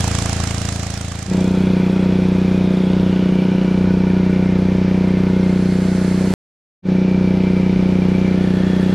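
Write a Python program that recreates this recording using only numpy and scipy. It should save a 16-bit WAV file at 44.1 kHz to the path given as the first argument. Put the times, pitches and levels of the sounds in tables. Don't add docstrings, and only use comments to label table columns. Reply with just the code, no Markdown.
import sys
import numpy as np
from scipy import signal
from scipy.fft import rfft, irfft
from scipy.io import wavfile
from scipy.ndimage import uniform_filter1d

SR = 44100
rng = np.random.default_rng(int(sys.argv[2]) if len(sys.argv) > 2 else 0)


def pcm_store(signal):
    levels = np.round(np.clip(np.atleast_2d(signal), -1, 1) * 32767)
    wavfile.write(sys.argv[1], SR, levels.astype(np.int16).T)


def linear_from_db(decibels):
    return 10 ** (np.asarray(decibels, float) / 20)


N = 394254

NEAR_RATE, FAR_RATE = 27.85, 30.85
HUNT_FIRINGS, HUNT_PER_S = .003, 4
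# [t/s, lead over the steady pace/firings]
NEAR_PACE = [(0.06, -0.102), (0.25, -0.12), (0.58, -0.106), (0.84, -0.085), (0.97, -0.1), (1.1, -0.091)]
FAR_PACE = [(1.5, 0.475), (1.72, 0.495), (1.9, 0.473), (2.2, 0.506), (2.4, 0.482), (2.75, 0.51), (3.8, 0.5),
            (4.6, 0.452), (5.1, 0.492), (5.4, 0.502), (6.2, 0.453), (6.31, 0.494), (6.9, 0.558),
            (7.5, 0.593), (7.95, 0.606), (8.14, 0.586), (8.32, 0.603), (8.92, 0.622)]
# [multiple of the firing rate, level/dB]
NEAR_MUFFLER = [(1, -15.5), (2, -9), (3, 0), (4, -1), (5, -7), (6, -7.5), (7, -6.5), (8, -19.5), (9, -12.5),
                (10, -13), (11, -21), (12, -30), (13, -16.5), (14, -26), (15, -25), (16, -25.5),
                (17, -17.5), (18, -40), (19, -25.5), (20, -23.5), (21, -22.5), (22, -22), (23, -22),
                (24, -20.5), (25, -19), (26, -32), (27, -30.5), (28, -19.5)]
FAR_MUFFLER = [(1, -23), (2, -19), (3, -12), (4, -26), (5, -10), (6, 0), (7, -10), (8, -17), (9, -15),
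               (10, -14), (11, -19), (12, -13), (13, -21), (14, -24), (15, -22), (16, -24), (17, -22),
               (18, -34), (19, -44), (20, -27), (21, -34), (22, -34), (23, -37), (24, -41), (25, -45),
               (26, -38), (27, -43), (28, -31), (29, -42), (30, -33)]
NEAR_WALLS = [(0.98, 2.9), (11.9, 11.5)]
FAR_WALLS = [(0.88, 1.3), (3.36, 9), (5.21, 19), (18.6, 12), (24.6, 9)]
# [t/s, level/dB]
NEAR_FADE_OUT = [(0, 2.5), (.4, 0.5), (.8, -2.5), (1.2, -6), (1.45, -12.5), (1.6, -19.5), (1.72, -28),
                 (1.78, -75)]
# [f/Hz, level/dB per Hz]
CHUFF_SPECTRUM = [(410, -41.5), (750, -0.5), (1000, -5), (1840, -11.5), (4300, -12), (5500, -8.5),
                  (7500, -9), (8000, -11.5), (10500, -19.5), (12000, -32.5), (13100, -28), (14100, -32.5),
                  (15600, -44), (16500, -100)]
JET_SPECTRUM = [(24, -35), (40, -13), (76, -9), (278, -18.5), (406, -23.5), (600, -22), (1400, -21),
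                (2500, -22.5), (5500, -23), (7500, -25), (8200, -29.5), (10600, -37.5), (12000, -51.5),
                (13200, -48.5), (15600, -66.5), (16500, -110)]
# [f/Hz, likeness 0-1]
LIKENESS = [(60, 0.81), (130, 0.82), (270, 0.8), (560, 0.39), (1170, 0.74), (2470, 0.68), (5190, 0.05),
            (10900, 0.21)]
# [f/Hz, left over right/dB]
BALANCE = [(60, 2), (170, 9.5), (480, -3), (1360, -10), (3860, -5.5), (10900, -10.5)]
NEAR_EXHAUST_DB, NEAR_HISS_DB, NEAR_CHUFF_DB = -21, -29, -32

# [f/Hz, level/dB per Hz]
CLATTER_SPECTRUM = [(200, -35), (330, -13.5), (520, -10.5), (750, -16.5), (950, -21), (1150, -21),
                    (1500, -20.5), (1900, -24.5), (2400, -23.5), (2700, -25.5), (4300, -30.5),
                    (6000, -35.5), (6700, -42), (8000, -72)]
TOP_SPECTRUM = [(5500, -25), (6600, 0), (7400, 2), (8200, -3), (9050, 0), (9700, -10), (10400, 0),
                (11000, -8), (12100, -8), (13000, -14), (14000, -19), (15100, -25), (15400, -60)]
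# [t/s, top octaves/dB]
TURNING = [
    (1.4, 2),
    (3.0, 0),
    (4.2, -2.5),
    (6.0, 0),
    (6.33, 7),
    (6.92, -5.5),
    (7.5, -2),
    (8.3, 0),
    (8.94, 4),
]
# [f/Hz, width/Hz, spells unshaded by the hand: [start t/s, length/s, level/dB]]
COWLING = [
    (1465, 38, [(1.3, 0.9, -48.5), (2.85, 1.6, -45.5), (5.0, 1.1, -48), (8.0, 1.2, -52)]),
    (1783, 72, [(3.7, 3.2, -51.5), (8.0, 0.36, -51), (8.4, .6, -41.5)]),
    (2328, 48, [(1.3, 1.5, -49.5), (3.1, 1.9, -45.5), (5.0, 0.67, -52.5), (6.85, 1.59, -41.5)]),
    (3360, 70, [(1.3, 1.0, -50.5), (2.6, 0.62, -50), (8.45, 0.66, -47)]),
]
MORE_RINGS = [
    (954, 38, [(1.3, 4.2, -45.5), (7.1, 1.3, -51.5)]),
    (2114, 42, [(1.3, 1.7, -52.5), (4.1, .9, -48), (5.0, 1.3, -46), (7.2, 1.4, -49)]),
    (2472, 50, [(1.3, 1.5, -47), (7.1, 0.67, -58)]),
    (2880, 250, [(2.9, .9, -46), (7.2, 2.2, -56)]),
    (3630, 140, [(1.3, .5, -52), (2.35, 0.7, -49), (8.5, 0.45, -60)]),
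    (4250, 500, [(5.5, 0.94, -45.5), (8.2, 0.95, -55)]),
]
SHADED_DB, SHADE_EDGE_S, SHADE_FLICKER_DB = -64, 0.3, 0.4
FAR_EXHAUST_DB, CLATTER_DB, TOP_HISS_DB = -14, -34, -58
CLATTER_FOLLOWS = .3
CROSSFADE_LOSS_DB = 1

# [t/s, level/dB]
SPRAY_FADE_IN = [
    (5.32, -75),
    (5.4, -51),
    (5.6, -44.5),
    (5.9, -39),
    (6.34, -38),
]
# [f/Hz, level/dB per Hz]
SPRAY_SPECTRUM = [(300, -20), (600, 0), (800, -8), (1600, -2), (2250, -4), (2600, -17), (3200, -13),
                  (3900, -17), (4700, -9), (7400, -11), (10300, -16), (11300, -26), (12300, -25),
                  (14200, -34), (14800, -70)]
HUM_HZ, HUM_DB = 121.1, -36.5
# [start t/s, length/s, wind over calm/dB, bass cut by the wind filter/dB]
WIND_GUSTS = [
    (1.442, .3, 9.5, 0),
    (1.747, .3, 2, 3),
    (2.69, .2, 4.5, 6),
    (2.896, 1.1, 8, -0.5),
    (3.15, 0.57, 3, 7.5),
    (4.508, 0.32, 6, -1.5),
    (6.855, .25, -2, 5),
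    (7.65, 0.23, 13, 2),
    (8.3, .7, 7, 1.5),
]
CALM_DB, CALM_BASS_DB, GUST_EDGE_S = -44, 0.5, 0.11
# [start t/s, length/s, level/dB]
SELF_NOISE = [
    (2.101, 4, -69.5),
    (7.798, 1.2, -76.5),
]
# [start t/s, end t/s]
FAR_FADE_INS = [
    (1.255, 1.345),
    (6.823, 6.905),
]
CUT_S = 6.3383


def firings(rate, lead):
    hunting = uniform_filter1d(in_time(lead), size=2500) + HUNT_FIRINGS * drift(HUNT_PER_S)
    return rate * np.arange(N) / SR + hunting


def exhaust(count, orders, wander_db, lags, bass_db=0):
    level = np.log(linear_from_db(np.array(orders)[:, 1]))
    beyond = np.full(64 - len(level), level[-1] - .7)
    cepstrum = irfft(np.r_[level[0] - 1.4, level, beyond])
    cepstrum[1:64] *= 2
    cepstrum[65:] = 0
    k = np.arange(1, len(level) + 1)
    partials = np.exp(rfft(cepstrum))[k]
    phase = np.angle(partials)
    for at, sharp in lags:
        phase = phase - 2 * np.arctan2(k / at / sharp, 1 - (k / at) ** 2)
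    out = 0
    for order, size, start in zip(k, abs(partials), phase):
        gain_db = wander_db * np.sqrt(order) * drift(2.8) + bass_db * (order < 4)
        slip = (order / 23) ** 4 * drift(4)
        out = out + size * linear_from_db(gain_db) * np.cos(2 * np.pi * order * count + start + slip)
    return rms_one(out)


def burst(count, delay, width, spread_db):
    size = linear_from_db(rng.normal(0, spread_db, 700)[(count - delay + .5).astype(int) % 700])
    return size * np.exp((np.cos(2 * np.pi * (count - delay)) - 1) / (2 * np.pi * width) ** 2)


def near_position():
    count, size = firings(NEAR_RATE, NEAR_PACE), 2 * SR
    thud = linear_from_db(NEAR_EXHAUST_DB) * exhaust(count, NEAR_MUFFLER, wander_db=.25, lags=NEAR_WALLS)
    gas = noise(CHUFF_SPECTRUM, slow_db=.4, fast_db=1.2, size=size, wide=True, count=5)
    chuff = linear_from_db(NEAR_CHUFF_DB + 9.5) * gas * burst(count, delay=0.12, width=0.06, spread_db=1.2)
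    jet = noise(JET_SPECTRUM, slow_db=.3, fast_db=1.5, size=size, wide=True)
    hiss = linear_from_db(NEAR_HISS_DB) * jet
    return (thud + chuff + hiss) * linear_from_db(in_time(NEAR_FADE_OUT)) * (np.arange(N) < size)


def far_position():
    count = firings(FAR_RATE, FAR_PACE)
    wind_db, bass_db = CALM_DB, CALM_BASS_DB
    for start, length, gust_db, cut_db in WIND_GUSTS:
        gust = span(start, length, GUST_EDGE_S)
        wind_db = wind_db + gust_db * gust
        bass_db = bass_db - cut_db * gust
    note = exhaust(count - .013, FAR_MUFFLER, wander_db=.15, lags=FAR_WALLS, bass_db=bass_db)
    metal = rattle(count, COWLING) + rattle(count, MORE_RINGS)
    engine = linear_from_db(FAR_EXHAUST_DB) * note + clatter(count) + metal
    dip_db = CROSSFADE_LOSS_DB * (span(0, 1.5, .3) + span(5.6, 1, .4))
    return linear_from_db(-dip_db) * (engine + hum() + wind(wind_db))


def clatter(count):
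    facing_db = in_time(TURNING)
    throb = 1.11 + 0.098 * burst(count, delay=0.54, width=0.16, spread_db=0)
    body = throb * noise(CLATTER_SPECTRUM, slow_db=.4, fast_db=0.5, count=6)
    tick = .5 * linear_from_db(facing_db) * burst(count, delay=.03, width=0.025, spread_db=4.5)
    top = (throb + tick) * noise(TOP_SPECTRUM, slow_db=0, fast_db=1.7, count=5)
    return linear_from_db(CLATTER_DB + CLATTER_FOLLOWS * facing_db) * body + linear_from_db(TOP_HISS_DB + facing_db) * top


def rattle(count, resonances):
    knock = np.diff(np.floor(count), prepend=0) > 0
    knock = 24 * knock * burst(count, delay=0, width=0.098, spread_db=2)
    shake = .8 + .4 * burst(2 * count, delay=.2, width=.15, spread_db=0)
    out = 0
    for hz, width, open_spells in resonances:
        r = np.exp(-np.pi * width / SR)
        poles = [1, -2 * r * np.cos(2 * np.pi * hz / SR), r * r]
        ring = signal.lfilter([1, 0, -1], poles, knock + shake * rng.standard_normal(N))
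        level = linear_from_db(SHADED_DB) + spells(open_spells, SHADE_EDGE_S)
        out = out + level * linear_from_db(SHADE_FLICKER_DB * drift(0.83)) * rms_one(ring)
    return signal.sosfilt(signal.butter(6, 5000, fs=SR, output="sos"), out)


def returning_spray():
    started = np.arange(N) / SR > SPRAY_FADE_IN[0][0]
    return noise(SPRAY_SPECTRUM, slow_db=.3, fast_db=1, wide=True) * linear_from_db(in_time(SPRAY_FADE_IN)) * started


def hum():
    return linear_from_db(HUM_DB) * np.sqrt(2) * np.sin(2 * np.pi * HUM_HZ * np.arange(N) / SR + 1.9)


def wind(level_db):
    puffs = band_pass(rng.standard_normal(N), 2, 25, 160)
    return linear_from_db(level_db + 2 * drift(7.1)) * rms_one(puffs)


def microphone_hiss():
    own = band_pass(rng.standard_normal(N), 3, 11300, 13800)
    return spells(SELF_NOISE, .3) * rms_one(own) * [[1], [-1]]


def noise(spectrum, slow_db, fast_db, size=N, wide=False, count=3):
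    white = rng.standard_normal((2, 2 if wide else 1, size))
    bottom, top = spectrum[0][0], spectrum[-1][0]
    edges = np.geomspace(bottom, top, int(count * np.log2(top / bottom)) + 1)
    out = 0
    for k, (low, high) in enumerate(zip(edges, edges[1:])):
        band = band_pass(white[k % 2], 2, low, high)
        if wide:
            middle = np.sqrt(low * high)
            alike, lean = at_hz(LIKENESS, middle), at_hz(BALANCE, middle) / 2
            shared, apart = np.sqrt(1 + alike) * band[0], np.sqrt(1 - alike) * band[1]
            band = (shared + apart * [[1], [-1]]) * linear_from_db([[lean], [-lean]])
        out = out + band * linear_from_db(slow_db * drift(0.95)[:size] + fast_db * drift(24)[:size])
    hz = np.maximum(np.arange(size // 2 + 1) * SR / size, 1)
    coloured = irfft(rfft(out) * linear_from_db(at_hz(spectrum, hz)), size)
    return np.pad(rms_one(coloured), ((0, 0), (0, N - size)))


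def drift(rate):
    r = np.exp(-2 * np.pi * rate * 40 / SR)
    slow = signal.lfilter([1], [1, -2 * r, r * r], rng.standard_normal(N // 40 + 2002))
    slow = rms_one(slow[2000:])
    return np.interp(np.arange(N) / 40, np.arange(len(slow)), slow)


def span(start, length, edge):
    t = np.arange(N) / SR
    return np.clip(np.minimum(t - start, start + length - t) / edge + .5, 0, 1)


def spells(rows, edge):
    return sum(linear_from_db(db) * span(start, length, edge) for start, length, db in rows)


def in_time(rows):
    s, value = np.transpose(rows)
    return np.interp(np.arange(N) / SR, s, value)


def at_hz(points, hz):
    f, value = np.transpose(points)
    return np.interp(np.log(hz), np.log(f), value)


def band_pass(x, order, low, high):
    return signal.sosfilt(signal.butter(order, [low, high], "band", fs=SR, output="sos"), x)


def rms_one(x):
    return x / np.sqrt(np.mean(x ** 2) + 1e-20)


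def scene():
    t = np.arange(N) / SR
    first, second = (np.sin(np.pi / 2 * np.clip((t - a) / (b - a), 0, 1)) ** 2 for a, b in FAR_FADE_INS)
    before_cut = t < CUT_S
    far = far_position() * (first * before_cut + second)
    return near_position() + far + returning_spray() * before_cut


def band_limit(x):
    return signal.sosfilt(signal.butter(12, 15750, fs=SR, output="sos"), x)


def record(dry):
    return band_limit(dry + microphone_hiss())


dry = scene()
out = record(dry)
pcm_store(out)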